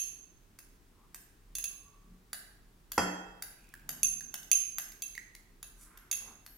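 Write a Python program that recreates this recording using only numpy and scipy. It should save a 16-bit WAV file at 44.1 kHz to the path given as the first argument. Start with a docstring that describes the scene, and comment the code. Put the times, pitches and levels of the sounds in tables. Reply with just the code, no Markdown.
"""A clink is already dying away in a hard-walled kitchen as a steel spoon clinks and scrapes in a hand-held glass bowl:
damped modes struck at bottom, wall or rim, and band-filtered friction noise. At 3 s one knock on the wooden table
thuds and sets glassware ringing. Then juice is tipped into a tumbler: fine spatter, a gush of low noise, and drops
that tick and plop as trapped bubbles, while the spoon clinks on to the end. A phone with two unlike ports listens
from close by, through echoes, reverberation and a low room tone."""
import sys
import numpy as np
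from scipy import signal
from scipy.fft import rfft, irfft
from scipy.io import wavfile
from scipy.ndimage import uniform_filter1d

SR = 44100
rng = np.random.default_rng(int(sys.argv[2]) if len(sys.argv) > 2 else 0)


def to_wav(sig):
    """Store sig (one row per channel, or 1-D mono) as 16-bit WAV at the path in sys.argv[1].

    Samples outside -1..1 are clipped; the rate is SR.
    """
    pcm = np.clip(np.atleast_2d(sig), -1, 1) * 32767
    pcm = np.round(pcm).astype(np.int16)
    wavfile.write(sys.argv[1], SR, pcm.T)  # frames by channels


N = 289852
T = np.arange(N) / SR
AGE = T[:SR]  # time since a blow, s
ATTACK = SR // 100  # a hundredth of a second, in samples
TOP_HZ = 15900  # the phone's upper limit


def undb(db):
    """Amplitude ratio: 20 dB is a factor of ten."""
    return 10 ** (np.asarray(db) / 20)


def along(hz, points, column=1):
    """Interpolate a table on a log-frequency axis, as pitch is heard."""
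    points = np.array(points)
    return np.interp(np.log(hz + 1e-9), np.log(points[:, 0]), points[:, column])


def bins(x):
    """Frequencies of the Fourier components of a sound."""
    return np.fft.rfftfreq(x.shape[-1], 1 / SR)


def noise(points, size):
    """Coloured noise: a white spectrum shaped by a (f/Hz, level/dB) table, then scaled to rms 1."""
    white = rng.standard_normal(size)
    coloured = irfft(rfft(white) * undb(along(bins(white), points)), size)
    return coloured / coloured.std()


def fade(t60):
    """Exponential damping: the amplitude falls 60 dB in t60 seconds."""
    return np.exp(-np.log(1000) * AGE / t60)


def blow(x, db):
    """Impact level: set the rms of a blow's first hundredth of a second."""
    return x * undb(db) / np.sqrt(np.mean(x[:ATTACK] ** 2))


def ring(modes, stretch=1, scatter_db=0):
    """Modal superposition: damped sines, weighted a little differently at each striking point."""
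    out = 0
    for hz, db, t60 in modes:
        gain = undb(db + scatter_db * rng.standard_normal())
        phase = 2 * np.pi * (hz * stretch * AGE + rng.random())
        out = out + gain * fade(t60) * np.sin(phase)
    return out


def cluster(hz):
    """Beating: a high mode interferes with two weaker neighbours."""
    return ring([(hz, 0, .03), (hz + 95, -8, .04), (hz - 170, -5, .01)])


def add(track, s, x):
    """Superposition: mix x into the track at time s."""
    i = int(s * SR)
    track[i:i + len(x)] += x[:len(track) - i]


def room_tone():
    """Stereo coherence: both ports share a low hum; the opposed-phase part is relatively stronger in the treble."""
    # colour of the room tone: f/Hz, relative level/dB
    hum_colour = [(15, -13.5), (26, -3.5), (37, 10), (55, -8), (90, -8), (200, -10.5), (400, -14.5),
                  (540, -24.5), (1100, -25), (2400, -30), (5000, -33), (16000, -36)]
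    mid, side = noise(hum_colour, size=N), noise(hum_colour, size=N)
    width = undb(along(bins(side), [(40, -12.5), (250, -14.5), (700, 0.0), (3000, -3.0)]))
    side = irfft(rfft(side) * width, N)
    return undb(-61.0) * (mid + np.array([side, -side]))


def kitchen(dry, wet_db):
    """Room response: direct sound, discrete echoes and a diffuse tail, less alike at the ports as pitch rises."""
    # discrete echoes, from nearby surfaces to a late room flutter: delay/s, level/dB
    echoes = [(.0007, -4), (.0017, -18), (0.013, -9.5), (.0175, -26.5), (0.082, -25)]
    # reverberation: f/Hz, t60/s, level/dB before the wet level is added
    reverberation = [(149.5, 0.51, 2), (770, 0.96, -3), (2470, 0.73, -1), (6240, 0.58, -3),
                     (11700, 0.46, 0.5), (16200, 0.45, -7)]
    edges = np.r_[0, np.geomspace(200, 14000, 12), SR]
    hz, shared = bins(AGE), rfft(rng.standard_normal(SR))
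    alike = np.exp(-(hz / 550) ** 2)  # long waves are the same at both ports
    out = []
    for _ in range(2):
        own = rfft(rng.standard_normal(SR))
        white = np.sqrt(alike) * shared + np.sqrt(1 - alike) * own
        response = np.zeros(SR)
        for lo, hi in zip(edges, edges[1:]):
            centre = (lo + min(hi, TOP_HZ)) / 2
            tail = fade(along(centre, reverberation)) * (1 - fade(0.02))
            band = irfft(white * (hz >= lo) * (hz < hi), SR)
            level = undb(wet_db + along(centre, reverberation, 2))
            response += level * band * tail / np.linalg.norm(tail)
        response[0] += 1  # direct sound
        for delay, db in echoes:
            detour = .0005 * rng.random()  # each port has its own path, s
            add(response, delay + detour, undb([db]))
        out.append(signal.fftconvolve(dry, response)[:len(dry)])
    return np.array(out)


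def stream():
    """Turbulent burble: low coloured noise swells and dies exponentially as juice gushes into the drink."""
    peak_s, rise_s, fall_s = 3.93, .1, 0.3  # rise and fall are time constants
    gush = undb(-60.5) * np.exp(-np.maximum((peak_s - T) / rise_s, (T - peak_s) / fall_s))
    burble = [(50, -15.5), (110, -1), (240, 2.0), (420, -9), (2000, -24.5), (9000, -39.0)]  # f/Hz, level/dB
    return gush * noise(burble, size=N)


def friction():
    """Stick-slip: grainy noise from sliding edges that catch and let go, each swell in its own resonance."""
    # soft scrapes, rubs and faint squeaks: middle t/s, length/s, f/Hz, bandwidth/Hz, level/dB
    rubs = [(1.014, 0.12, 1080, 500, -75), (1.874, 0.5, 1128, 110, -77.5), (2.1, 0.15, 179, 112.7, -68),
            (3.7, 0.29, 2560, 701, -72.5), (5.824, 0.09, 9300, 6250, -61.5), (5.953, 0.3, 1480, 1000, -68),
            (6.276, 0.14, 700, 1430, -61.5), (6.535, 0.16, 12400, 1510, -66)]
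    catch_db = 2  # spread of the level from one hundredth of a second to the next
    out = 0
    for s, length, hz, width, db in rubs:
        holds = np.repeat(rng.standard_normal(N // ATTACK + 1), ATTACK)[:N]
        grains = undb(2.5 * rng.exponential(size=N))
        slips = undb(catch_db * holds) * rng.standard_normal(N) * grains
        resonance = 1 / (1 + (2 * (bins(slips) - hz) / width) ** 2)
        band = irfft(rfft(slips) * resonance, N)
        swell = np.exp(-(2 * (T - s) / length) ** 2)
        out = out + undb(db) * band / band.std() * swell
    return out


def tick():
    """Surface impact: a drop's slap is a short burst of bright noise."""
    return noise([(1500, -21), (4500, 0.0), (7500, -3.5), (15000, -4.5)], size=SR) * fade(.012)


def drips(lead):
    """Bubble resonance: big drops tick and trap a short-lived bubble; fine spatter only ticks."""
    # drops landing in the tumbler: t/s, bubble f/Hz, plop level/dB
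    drops = [(3.739, 1650, -50), (4.2083, 1650, -54), (4.4308, 2530, -75), (4.9206, 2310, -63),
             (5.1518, 2170, -53), (5.178, 1940, -42.5), (5.351, 2100, -57)]
    tick_db = -52.5  # every big drop's tick
    spatter_start_s, spatter_end_s, spatter_db, spatter_spread_db = 3.6, 3.8, -70.5, 4
    out = np.zeros(N + SR)
    for s, hz, plop_db in drops:
        plop = np.sin(2 * np.pi * hz * AGE) * fade(0.01) * (1 - fade(0.0072))
        add(out, s + lead, blow(plop, plop_db) + blow(tick(), tick_db))
    for when in (np.arange(9) + rng.random(size=9)) / 9:  # nine ticks, unevenly spaced
        s = spatter_start_s + when * (spatter_end_s - spatter_start_s)
        add(out, s + lead, blow(tick(), spatter_db + spatter_spread_db * rng.standard_normal()))
    return out


def table(lead):
    """Impact excitation: a knock thuds through the table top and leaves the glassware in free vibration."""
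    # noise of the thud: f/Hz, level/dB
    thud_colour = [(40, -6), (110, -4), (200, -3), (310, 8), (450, 0), (560, 1.5), (830, 10.5),
                   (1150, -6.5), (1450, 5.5), (1850, -10), (2500, -8), (3800, -27), (5000, -10.5),
                   (16000, -31)]
    # modes of the shaken glassware: f/Hz, level/dB, t60/s
    glass_modes = [(183, -6, .7), (291, -4, .4), (781, -7, .4), (829, -7, .35), (1152, -7, .4),
                   (1238, -8, .3), (1486, -5, .95), (1637, -8, .25), (2632, -2, .33), (3241, -6, .6),
                   (4430, -11, .25), (4931, -4, .3), (5943, -8, .4), (6336, -4, .25), (7450, 1, .2),
                   (9367, -7, .1), (11200, -8, .2), (13550, -17, .2)]
    # modes of the wooden table top: f/Hz, level/dB, t60/s
    wood_modes = [(308, -22.5, 0.042), (390, -12.5, 0.053), (703, -2, 0.019), (800, -0.5, 0.027),
                  (860, -2, 0.022), (970, -1, 0.025), (1170, -1.5, 0.026), (1354, 2, 0.016),
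                  (1827, -1.5, 0.019), (1843, 5, 0.011)]
    knock_s = 2.9783
    out = np.zeros(N + SR)
    push = 1 - fade(.008)  # softens the onset of all three parts
    wood = blow(ring(wood_modes), db=-24)
    rattle = undb(-25.0) * fade(0.15)  # things on the table, faintly
    thud = blow(noise(thud_colour, size=SR) * (fade(0.019) + rattle), db=-21.0)
    glassware = blow(ring(glass_modes), db=-33.5)
    add(out, knock_s + lead, push * (wood + thud + glassware))
    return out


def spoon(lead):
    """Modal excitation by position: contacts click, clack and ring; nearer the rim, more ring and less clack."""
    # spoon on bowl; the grip retunes the spoon:
    # t/s, strength/dB, place (0 bottom to 1 rim), handle's ring f/Hz, scoop's ring f/Hz
    contacts = [(-.02, -34.5, 0.84, 4350, 11200), (.588, -51.5, 0.51, 5350, 9960),
                (1.145, -47.5, 0.29, 7180, 8530), (1.552, -39, 0.66, 4500, 10760),
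                (1.584, -41, 0.65, 4120, 10540), (1.64, -37, 0.7, 4400, 10160),
                (2.3306, -39.5, 0.027, 4630, 10120), (2.9182, -40.5, 0.3, 4630, 11500),
                (3.4228, -40.5, 0.073, 4650, 11060), (3.8907, -38.5, 0.39, 4790, 11450),
                (4.0312, -34, 0.94, 3490, 11480), (4.3405, -38.5, .5, 5470, 11770),
                (4.515, -27.5, 0.87, 4750, 11000), (4.7834, -35.5, 0.493, 5280, 11670),
                (5.021, -41, 0.77, 4750, 11000), (5.3493, -62, 0.0074, 4100, 10300),
                (5.628, -46.5, 0.52, 3703, 10250), (5.9735, -56, 0.26, 2750, 11540),
                (6.1131, -34, 0.69, 3710, 10380), (6.127, -37.5, 0.64, 3300, 11000),
                (6.4628, -52.5, 0, 4270, 12250)]
    # the held bowl's bright ring at rest pitch: f/Hz, level/dB, t60/s
    bowl_modes = [(3440, -36, .04), (4480, -29, .03), (6370, 0, .031), (6440, -14, .07), (6900, -20, .01)]
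    # the bowl's lowest pair of modes: f/Hz, level/dB, t60/s
    low_modes = [(2615, 0, .04), (2660, -3, .14)]
    # the bowl's pitch, sinking as juice runs up its wall and recovering as it drains: t/s, f/Hz
    bowl_pitch = [(0, 6394), (1.6, 6444), (3.9, 6328), (4.5, 6384), (6.1, 6494)]
    # the spoon's dull clack: f/Hz, level/dB, t60/s
    clack_modes = [(720, -8, .012), (1250, -7, .009), (1620, 0, .013), (1950, -2, .01), (3100, -7, .008),
                   (3770, -15, .015), (4660, -9, .014), (5400, -9, .014)]
    # high partials of steel and glass: f/Hz, level/dB, t60/s
    shimmer_modes = [(9800, -6, .02), (10100, -7, .03), (11490, 0, .035), (13800, -6, .02),
                     (14300, -4, .025), (14900, 0, .03), (15420, 0, .03)]
    # noise of the contact click: f/Hz, level/dB
    click_colour = [(400, -18), (1200, -29), (2400, -4.5), (3200, 0.5), (4600, -5.5), (7000, 3),
                    (8300, -3.5), (10500, 1.5), (13000, -5.5), (16000, -8)]
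    # each part against the click: level/dB at the bottom, on the wall, at the rim
    place_db = {"clack": (-2, -4.5, -38), "low": (-26, -19, -4), "bowl": (-25.5, -3.5, 18),
                "top": (-25.5, -15, 9), "scoop": (-2, -3.5, 0), "handle": (-8.5, -13.5, -19)}
    bowl_rest_hz, bowl_top_hz = 6367, 10726  # reference pitch; highest strong mode at rest
    out = np.zeros(N + SR)
    bite = 1 - fade(0.0042)  # the edge takes a moment to seat on the glass
    for s, db, place, handle_hz, scoop_hz in contacts:
        grip = 1 + .005 * rng.standard_normal()
        stretch = np.interp(s, *np.transpose(bowl_pitch)) / bowl_rest_hz
        click = noise(click_colour, size=SR) * fade(.017)
        shimmer = ring(shimmer_modes, grip, scatter_db=2.5)
        scoop_overtone = undb(-5) * cluster(9250 + scoop_hz / 2)
        parts = {
            "clack": ring(clack_modes, grip, scatter_db=1.5),
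            "low": ring(low_modes),
            "bowl": ring(bowl_modes, stretch),
            "top": cluster(bowl_top_hz * stretch),
            "scoop": cluster(scoop_hz) + scoop_overtone,
            "handle": ring([(handle_hz, 0, 0.047)]),
        }
        sound = blow(click, 0) + blow(shimmer, -5.5)  # shimmer is the same at every place
        for name, part in parts.items():
            sound += blow(part, np.interp(place, (0, .5, 1), place_db[name]))
        add(out, s + lead, undb(db) * bite * sound)
    return out


def scene():
    """Superposition in one room, already ringing from a clink just before; the two ports differ in response."""
    # the ports hear the treble differently: f/Hz, left minus right level/dB
    ports = [(300, -1), (900, 0), (2000, -3), (2700, -6), (4200, -2), (5400, -7), (6400, -12), (8000, -8),
             (9500, -2), (10800, 1), (12000, 5), (13200, 11), (14300, 9), (15500, 13)]
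    lead = .1  # time computed ahead of the start, s
    start = int(lead * SR)
    solids, juice = spoon(lead) + table(lead), drips(lead)
    add(solids, lead, friction())
    add(juice, lead, stream())
    wet = kitchen(solids, wet_db=1.5) + kitchen(juice, wet_db=-1.0)
    balance = undb(along(bins(wet), ports))
    # the two gains keep a constant summed power
    gains = np.array([balance, np.ones_like(balance)]) * np.sqrt(2 / (1 + balance ** 2))
    heard = irfft(rfft(wet) * gains, len(juice))
    return heard[:, start:start + N] + room_tone()


def record(dry):
    """Band limitation: the phone cuts the top with a steep elliptic low-pass."""
    return signal.sosfilt(signal.ellip(10, .2, 70, TOP_HZ, fs=SR, output="sos"), dry)


dry = scene()
out = record(dry)
to_wav(out)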